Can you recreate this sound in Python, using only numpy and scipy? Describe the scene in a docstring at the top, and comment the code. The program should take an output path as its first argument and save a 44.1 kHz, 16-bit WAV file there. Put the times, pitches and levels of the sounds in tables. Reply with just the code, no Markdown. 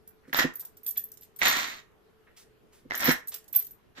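"""Over faint room noise a small metal jack clinks; then a handful is swept off a wooden floor, jingled
in the palm and scattered again, close to a phone. The jacks' arms ring very high as they collide, and
their tips knock and scrape the boards. Hands and sleeves brush softly, and a rubber ball and the hand
thump the floor, setting its low modes going and shaking the phone."""
import sys
import numpy as np
from scipy import signal
from scipy.fft import rfft, irfft
from scipy.io import wavfile
from scipy.ndimage import uniform_filter1d

SR = 44100
rng = np.random.default_rng(int(sys.argv[2]) if len(sys.argv) > 2 else 0)


def file_out(sig):
    """Save sig as 16-bit WAV at sys.argv[1]."""
    # one column per channel
    cols = np.atleast_2d(sig).T
    # limit, then scale
    lim = np.clip(cols, -1, 1)
    pcm = np.round(lim * 32767).astype(np.int16)
    wavfile.write(sys.argv[1], SR, pcm)


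N = 176400
HZ = np.fft.rfftfreq(2048, 1 / SR)
JACKS_PAN_DB = -2.5  # left minus right


def amp(db):
    return 10 ** (np.asarray(db) / 20)


def unit_rms(x):
    return x / np.sqrt(np.mean(x ** 2) + 1e-20)


def curve(points, hz):
    f, value = np.transpose(points)
    return np.interp(np.log(hz + 1), np.log(f + 1), value)


def add(mix, s, sound, pan_db=-0.5, lag_samples_per_db=4.5):
    """Places a sound; the farther microphone hears it weaker and later."""
    for side, sign in enumerate((1, -1)):
        lag = max(-sign * pan_db * lag_samples_per_db, 0)
        part = mix[side, round(s * SR + lag):][:len(sound)]
        part += amp(sign * pan_db / 2) * sound[:len(part)]


def click(gain_db):
    """A minimum-phase click with the given EQ over HZ."""
    cepstrum = irfft(np.maximum(gain_db, -100) * np.log(10) / 20)
    cepstrum[1:1024] *= 2
    cepstrum[1025:] = 0
    return irfft(np.exp(rfft(cepstrum)))


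def band_click(centre_hz, narrow_db):
    """A click that is narrow_db down one octave from its centre."""
    return click(-narrow_db * np.log2((HZ + 20) / centre_hz) ** 2)


def strikes(size, per_s, spread_db):
    """Sparse impacts of random size and sign."""
    chance, force, side = rng.random((size, 3)).T
    return (chance < per_s / SR) * amp(spread_db * np.minimum(-np.log(force + 1e-9), 4)) * np.sign(side - .5)


# Room tone EQ: (frequency [Hz], level [dB])
ROOM_TONE_EQ = [(15, -46), (25, -5.5), (209, -8), (297, -12), (433, -6), (495, -15.5), (741, -17.5),
                (1750, -22), (9050, -41), (12500, -32), (15500, -50.5)]


def room_tone(noise_db=-63, correlation=.1, hum_hz=437, hum_db=-71.5, hum_width_hz=4):
    """A wide bed of patchy noise with a thin wavering hum."""
    frames, hz = N // 256 + 5, np.fft.rfftfreq(1024, 1 / SR)
    a, b, c, d, patches = rng.standard_normal((frames, 513, 5)).T
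    patches = unit_rms(uniform_filter1d(uniform_filter1d(patches, 12, 0), 14, 1))
    left = a + 1j * b
    right = correlation * left + np.sqrt(1 - correlation ** 2) * (c + 1j * d)
    spectra = np.array([left, right]) * amp(curve(ROOM_TONE_EQ, hz)[:, None] + 1.7 * patches)
    noise = unit_rms(signal.istft(spectra, nperseg=1024, noverlap=768)[1][:, :N])
    pole = np.exp(-np.pi * hum_width_hz / SR)
    waver = signal.lfilter([1], [1, -pole], rng.standard_normal(N) + 1j * rng.standard_normal(N))
    carrier = np.exp(2j * np.pi * hum_hz * np.arange(N) / SR)
    hum = unit_rms(((waver / waver.std() + 1) * carrier).real)
    return amp(noise_db) * noise + amp(hum_db) * hum


def arm_ring(t, hz, db, t60=.035, attack_s=.0049, split_hz=150):
    """One bending mode of a jack's arms: a close pair of tones that swells, then is damped ever faster."""
    twin_hz = hz + split_hz * rng.uniform(-1.2, 1)
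    pair = np.sin(2 * np.pi * hz * t) + amp(-4) * np.sin(2 * np.pi * twin_hz * t)
    rattle = 1 + .22 * unit_rms(uniform_filter1d(rng.standard_normal(len(t)), size=150))  # loose neighbours
    attack = np.sin(np.pi / 2 * np.minimum(t / attack_s, 1)) ** 2
    return amp(db - 60 * (t / t60) ** 1.42) * attack * pair * rattle


UPPER_MODE_HZ = 14470
# Lower bending mode of each of the five jacks: (frequency [Hz])
LOWER_MODES_HZ = [12000, 12060, 12165, 12230, 12290]
# Bright EQ of the ticks: (frequency [Hz], level [dB])
TICK_EQ = [(800, -45.5), (2590, -12.5), (4500, -3.5), (7500, 0.5), (11000, -0.5), (14500, -2)]
# Jack-on-jack cues, before each layer's trim: (time [s], lower ring [dB], upper ring [dB], tick [dB])
CLINK_CUES = [(.0745, -38, -54, -57), (.3339, -31.5, -35, -55.5), (.3666, -24.5, -33.5, -61.5),
              (.396, -38, -34.5, -43.5), (.5366, -52.5, -59, -54.5), (.5536, -36, -39.5, -50.5),
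              (.5948, -27, -37.5, -48), (.6034, -43, -39, -45), (.6494, -33.5, -46, -47),
              (.7686, -44, -51, -55.5), (.831, -45, -53, -65), (.8424, -48, -47, -57),
              (.8634, -22, -34, -38), (.876, -23.5, -36, -42), (.8854, -24, -33, -44),
              (.9064, -29.5, -41, -44), (.9713, -19.5, -27, -39), (.9884, -40, -38, -58),
              (1.0375, -31, -39, -54), (1.084, -58, -60, -65), (1.1164, -35, -52, -49.5),
              (1.138, -50, -58, -57), (1.1717, -54, -56, -54.5), (1.2087, -43, -61, -64),
              (1.2304, -42.5, -55, -51.5), (1.3604, -42, -55, -55.5), (1.3877, -35, -40, -47),
              (1.453, -21.5, -34.5, -40.5), (1.4795, -17.5, -36, -44), (1.491, -20.5, -34, -39.5),
              (2.9519, -27, -44, -40), (2.975, -23.5, -55, -50), (3.003, -22, -49.5, -38),
              (3.0413, -20, -42, -43), (3.0523, -29, -23.5, -49), (3.0856, -23, -38, -45.5),
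              (3.1154, -25, -30, -32.5), (3.2716, -33.5, -52, -49), (3.2812, -25.5, -43, -47.5),
              (3.3407, -29.5, -33, -37), (3.4413, -67, -64, -58.5), (3.4785, -51, -55.5, -58.5),
              (3.5263, -29, -34.5, -46), (3.547, -32, -31, -41), (3.5575, -16.5, -17, -36.5),
              (3.5902, -23, -34.5, -48), (3.62, -32, -46, -52), (3.646, -34, -46, -48),
              (3.6663, -35.5, -44, -50.5), (3.7076, -34, -54, -58)]


def clinks(mix, chatter_t60=.11, tick_t60=.019, tick_attack_s=.0017):
    """A strike and its dying chatter ring two bending modes over short bright ticks."""
    t = np.arange(6000) / SR
    colour = click(curve(TICK_EQ, HZ))
    colour /= np.linalg.norm(colour)
    tick_shape = amp(-60 * t / tick_t60) * np.minimum(t / tick_attack_s, 1)
    for s, lower_db, upper_db, tick_db in CLINK_CUES:
        hits = strikes(len(t), per_s=350, spread_db=2.9) * amp(-15 - 60 * t / chatter_t60)
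        hits[0] = 1
        bursts = signal.fftconvolve(abs(hits), tick_shape) * rng.standard_normal(2 * len(t) - 1)
        ticks = amp(tick_db + 7) * signal.fftconvolve(bursts, colour)[:len(bursts)]
        lower = arm_ring(t, rng.choice(LOWER_MODES_HZ), lower_db)
        upper = arm_ring(t, UPPER_MODE_HZ + 60 * rng.standard_normal(), upper_db + 6.5)
        rings = signal.fftconvolve(hits, lower + upper)
        add(mix, s, rings + ticks, JACKS_PAN_DB + 3 * rng.standard_normal())


# Start of each brush: (time [s])
BRUSH_CUES = [.225, .275, .62, .955, 1.215, 2.265, 2.362, 2.72, 3.315, 3.53]
# Shape of each brush: (length [s], level [dB], centre [Hz], narrowness [dB/octave^2])
BRUSH_SHAPES = [(0.19, -64, 1630, 21.5), (0.048, -60, 8700, 0), (0.054, -60, 1000, 7),
                (0.039, -54, 2900, 8.5), (0.043, -58.5, 4700, 4.5), (0.053, -59.5, 1700, 16),
                (0.078, -50, 6000, 1), (0.095, -57, 5200, 0), (0.059, -42, 3400, 1),
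                (0.1, -43.5, 3900, 1.5)]


def brushes(mix):
    """Hands and sleeves brush in soft puffs of noise with a quick attack and a fading tail."""
    for s, (length, db, hz, narrow_db) in zip(BRUSH_CUES, BRUSH_SHAPES):
        progress = np.linspace(0, 1, round(length * SR))
        noise = rng.standard_normal(len(progress))
        puff = unit_rms(signal.fftconvolve(noise, band_click(hz, narrow_db))[:len(noise)])
        add(mix, s, amp(db - 12 * progress) * np.minimum(progress / .14, 1) * puff)


# Low modes of the floor: (frequency [Hz], level [dB], t60 [s])
FLOOR_MODES = [(159.2, -10, .055), (261, -0.5, .045), (343.5, -7.5, .05), (498, -5, .03)]
# Ball and hand landing on the floor: (time [s], peak level [dB])
THUMP_CUES = [(0.277, -43.5), (0.295, -47), (0.344, -41), (0.395, -30), (0.442, -18.5), (1.414, -35),
              (2.85, -43.5), (3.081, -13.5), (3.978, -46)]


def thumps(push_s=.0087, shake_hz=32, shake_t60=.2):
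    """A soft push makes the floor boom and shakes the phone, its two microphones in opposition."""
    t = np.arange(8000) / SR
    push = 1 - np.exp(-t / push_s)
    boom = push * sum(amp(db - 60 * (t / t60) ** 1.5) * np.sin(2 * np.pi * hz * t)
                      for hz, db, t60 in FLOOR_MODES)
    wobble = push * amp(-15.5 - 60 * t / shake_t60) * np.sin(2 * np.pi * shake_hz * t)
    floor, shake = np.zeros((2, 2, N))
    for s, db in THUMP_CUES:
        add(floor, s, amp(db) * boom / abs(boom).max(), pan_db=-3)
        add(shake, s, amp(db) * wobble, pan_db=0)
    return floor, shake * [[1], [-.6]]


def skid(sound, decay_s=.0007):
    """A rounded tip lands and skids for a moment, so the blow is a short cluster."""
    t = np.arange(300) / SR
    cluster = amp(-15) * np.exp(-t / decay_s) * rng.standard_normal(len(t))
    cluster[0] = 1
    blow = signal.fftconvolve(sound, cluster)
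    return blow / np.linalg.norm(blow)


# Broad body of the wood: (frequency [Hz], level [dB])
WOOD_EQ = [(59, -55), (100, -35), (257, -3), (512, -15), (623, -2.5), (837, -7), (1910, 1), (2950, -7.5),
           (3730, -4), (5110, -10), (7280, -12), (9780, -44.5), (11000, -29.5), (14300, -57)]
# Plank resonances: (frequency [Hz], width [Hz], level [dB])
PLANK_MODES = [(1000, 150, -6), (1400, 100, -5), (1860, 130, 8), (2080, 160, 5), (3570, 100, -7),
               (3940, 110, -5), (5660, 340, -10)]


def plank_tap(pitch, dull_hz, ring_db):
    """A tip strikes the planks; each spot shifts their resonances a little."""
    body = amp(curve(WOOD_EQ, HZ))
    for hz, width, db in PLANK_MODES:
        spot_hz = hz * pitch * (1 + .05 * rng.standard_normal())
        body += amp(db + ring_db) / np.hypot(1, 2 * (HZ - spot_hz) / width)
    return skid(click(20 * np.log10(body) - 6 * (HZ / dull_hz) ** 2))


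# Hard accents on the boards: (time [s], relative level [dB])
KNOCK_CUES = [(0.296, -41.5), (0.33, -11.5), (0.334, -16.5), (0.346, -9), (0.39, -7), (0.397, -11),
              (0.424, -11), (1.417, -6), (1.422, -8.5), (1.433, -8), (1.452, -17), (1.461, -13.5),
              (2.909, -12.5), (2.92, -14.5), (2.945, -18), (3.034, -17)]


def knocks(mix, start, end, pitch):
    """Single tips hit the boards hard during one sweep or just ahead of it."""
    for s, db in KNOCK_CUES:
        if start - .05 < s < end:
            knock = plank_tap(pitch, dull_hz=4600, ring_db=8)
            add(mix, s, amp(db + 9) * knock, JACKS_PAN_DB + rng.standard_normal())


def metal_click():
    """A bright click of metal on metal."""
    return skid(band_click(7000 * rng.uniform(.9, .96), narrow_db=30))


# Fader moves, one list a sweep: (time [s], level [dB])
SWEEP_FADERS = [
    [(.328, -37), (.335, -37.5), (.36, -31), (.385, -29.5), (.395, -21), (.415, -32), (.43, -29.5),
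     (.45, -41)],
    [(1.39, -58), (1.416, -41.5), (1.42, -26.5), (1.445, -29), (1.46, -22), (1.5, -27.5), (1.515, -28.5),
     (1.56, -28.5), (1.62, -33.5), (1.7, -41), (1.8, -54.5), (1.82, -81)],
    [(2.9, -52), (2.93, -47), (2.95, -39), (2.975, -45), (3.03, -33), (3.07, -24.5), (3.095, -26.5),
     (3.113, -24.5), (3.135, -49)],
    [(3.95, -66), (3.978, -47.5), (4.0, -48.5)],
]
# Feel of each sweep: (smooth drag share [0-1], jingle [dB], plank pitch [ratio], sizzle [dB])
SWEEP_FEELS = [(.5, -24, .96, -22), (.35, -19, 1.05, -40), (.4, -21, .97, -23), (0.77, -23, 0.975, -30)]


def sweeps(mix, sizzle_hz=12700):
    """Five jacks drag and tap over the planks, their arms sizzling as they rub and jingling as they hit."""
    ring_t = np.arange(4000) / SR
    for fader, (drag, jingle_db, pitch, sizzle_db) in zip(SWEEP_FADERS, SWEEP_FEELS):
        times, db = np.transpose(fader)
        t = np.arange(times[0], times[-1], 1 / SR)
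        level = amp(np.interp(t, times, db))
        for lower_hz, pan_db in zip(LOWER_MODES_HZ, (-6.5, -5.5, -2.5, -1, 2)):
            taps = unit_rms(strikes(len(t), per_s=300, spread_db=3.5))
            drive = level * (np.sqrt(1 - drag) * taps + np.sqrt(drag) * rng.standard_normal(len(t)))
            wood = amp(-5.5) * plank_tap(pitch, dull_hz=15000, ring_db=-.7)
            sizzle = amp(sizzle_db) * skid(band_click(sizzle_hz, narrow_db=160))
            rings = arm_ring(ring_t, lower_hz, jingle_db) + arm_ring(ring_t, UPPER_MODE_HZ, jingle_db - 5.5)
            hits = level * strikes(len(t), per_s=80, spread_db=3)
            tick = amp(jingle_db + 17) * metal_click()
            for force, response in ((drive, wood), (drive, sizzle), (hits, rings), (hits, tick)):
                add(mix, times[0], signal.fftconvolve(force, response), pan_db)
        knocks(mix, times[0], times[-1], pitch)


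# Tones of a knock in the palm: (frequency [Hz], level [dB], t60 [s])
PALM_MODES = [(1800, -2.5, 0.05), (2540, -4, .03), (3460, -2, 0.053)]
# Landings in the hand: (time [s], level [dB])
PALM_CUES = [(0.863, -46), (.968, -41), (3.332, -47), (3.541, -46.5)]


def palm_knocks(mix):
    """Jacks land in the cupped hand with a small, quickly damped knock."""
    t = np.arange(6000) / SR
    knock = sum(amp(db - 60 * t / t60) * np.sin(2 * np.pi * hz * t) for hz, db, t60 in PALM_MODES)
    for s, db in PALM_CUES:
        add(mix, s, amp(db) * knock, JACKS_PAN_DB)


# Sharp metal accents among the sweeps: (time [s], relative level [dB])
TIP_CUES = [(1.46, -22.5), (1.491, -31), (1.523, -25), (1.53, -23), (1.567, -30), (1.632, -33),
            (1.686, -39), (1.72, -45), (2.937, -38), (2.952, -25.5), (2.996, -27), (3.006, -25)]


def tip_clicks(mix):
    """Two tips meet with a single sharp click."""
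    for s, db in TIP_CUES:
        add(mix, s, amp(db + 12) * metal_click(), JACKS_PAN_DB + rng.standard_normal())


# Reverb decay: (frequency [Hz], t60 [s])
ROOM_DECAY = [(150, 0.16), (400, 0.25), (1500, 0.29), (4000, 0.21), (9000, 0.22), (14000, 0.12)]


def reverb(x):
    """Sparse reflections of random sign, separate for each side, each band dying at its own speed."""
    taps = np.zeros((2, SR // 2))
    at = np.arange(120, SR // 2 - 20, 20) + rng.integers(0, 20, (2, (SR // 2 - 121) // 20))
    np.put_along_axis(taps, at, rng.choice([-1., 1.], at.shape), 1)
    hz, t, bands = signal.stft(taps, SR, nperseg=256)
    tail = signal.istft(bands * amp(-60 * t / curve(ROOM_DECAY, hz)[:, None]), SR, nperseg=256)[1]
    return signal.fftconvolve(x, tail / np.linalg.norm(tail[0]), axes=1)[:, :N]


def scene():
    """Jacks, hands and floor over the room tone; the thumps get a lighter reverb send."""
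    mix = np.zeros((2, N))
    for source in (clinks, brushes, sweeps, palm_knocks, tip_clicks):
        source(mix)
    floor, shake = thumps()
    wet = amp(-7) * reverb(mix + amp(-6) * floor)
    return room_tone() + mix + floor + shake + wet


def record(dry, shelf_hz=15200, shelf_db=-25, cutoff_hz=16160):
    """The microphone shelves down steeply in the top treble, then a low-pass cuts the rest."""
    shelf = signal.firwin(255, shelf_hz, window=("kaiser", 6), fs=SR)[None]
    lowpass = signal.firwin(511, cutoff_hz, window=("kaiser", 9), fs=SR)[None]
    below = signal.oaconvolve(dry, shelf, "same")
    return signal.oaconvolve(below + amp(shelf_db) * (dry - below), lowpass, "same")


dry = scene()
out = record(dry)
file_out(out)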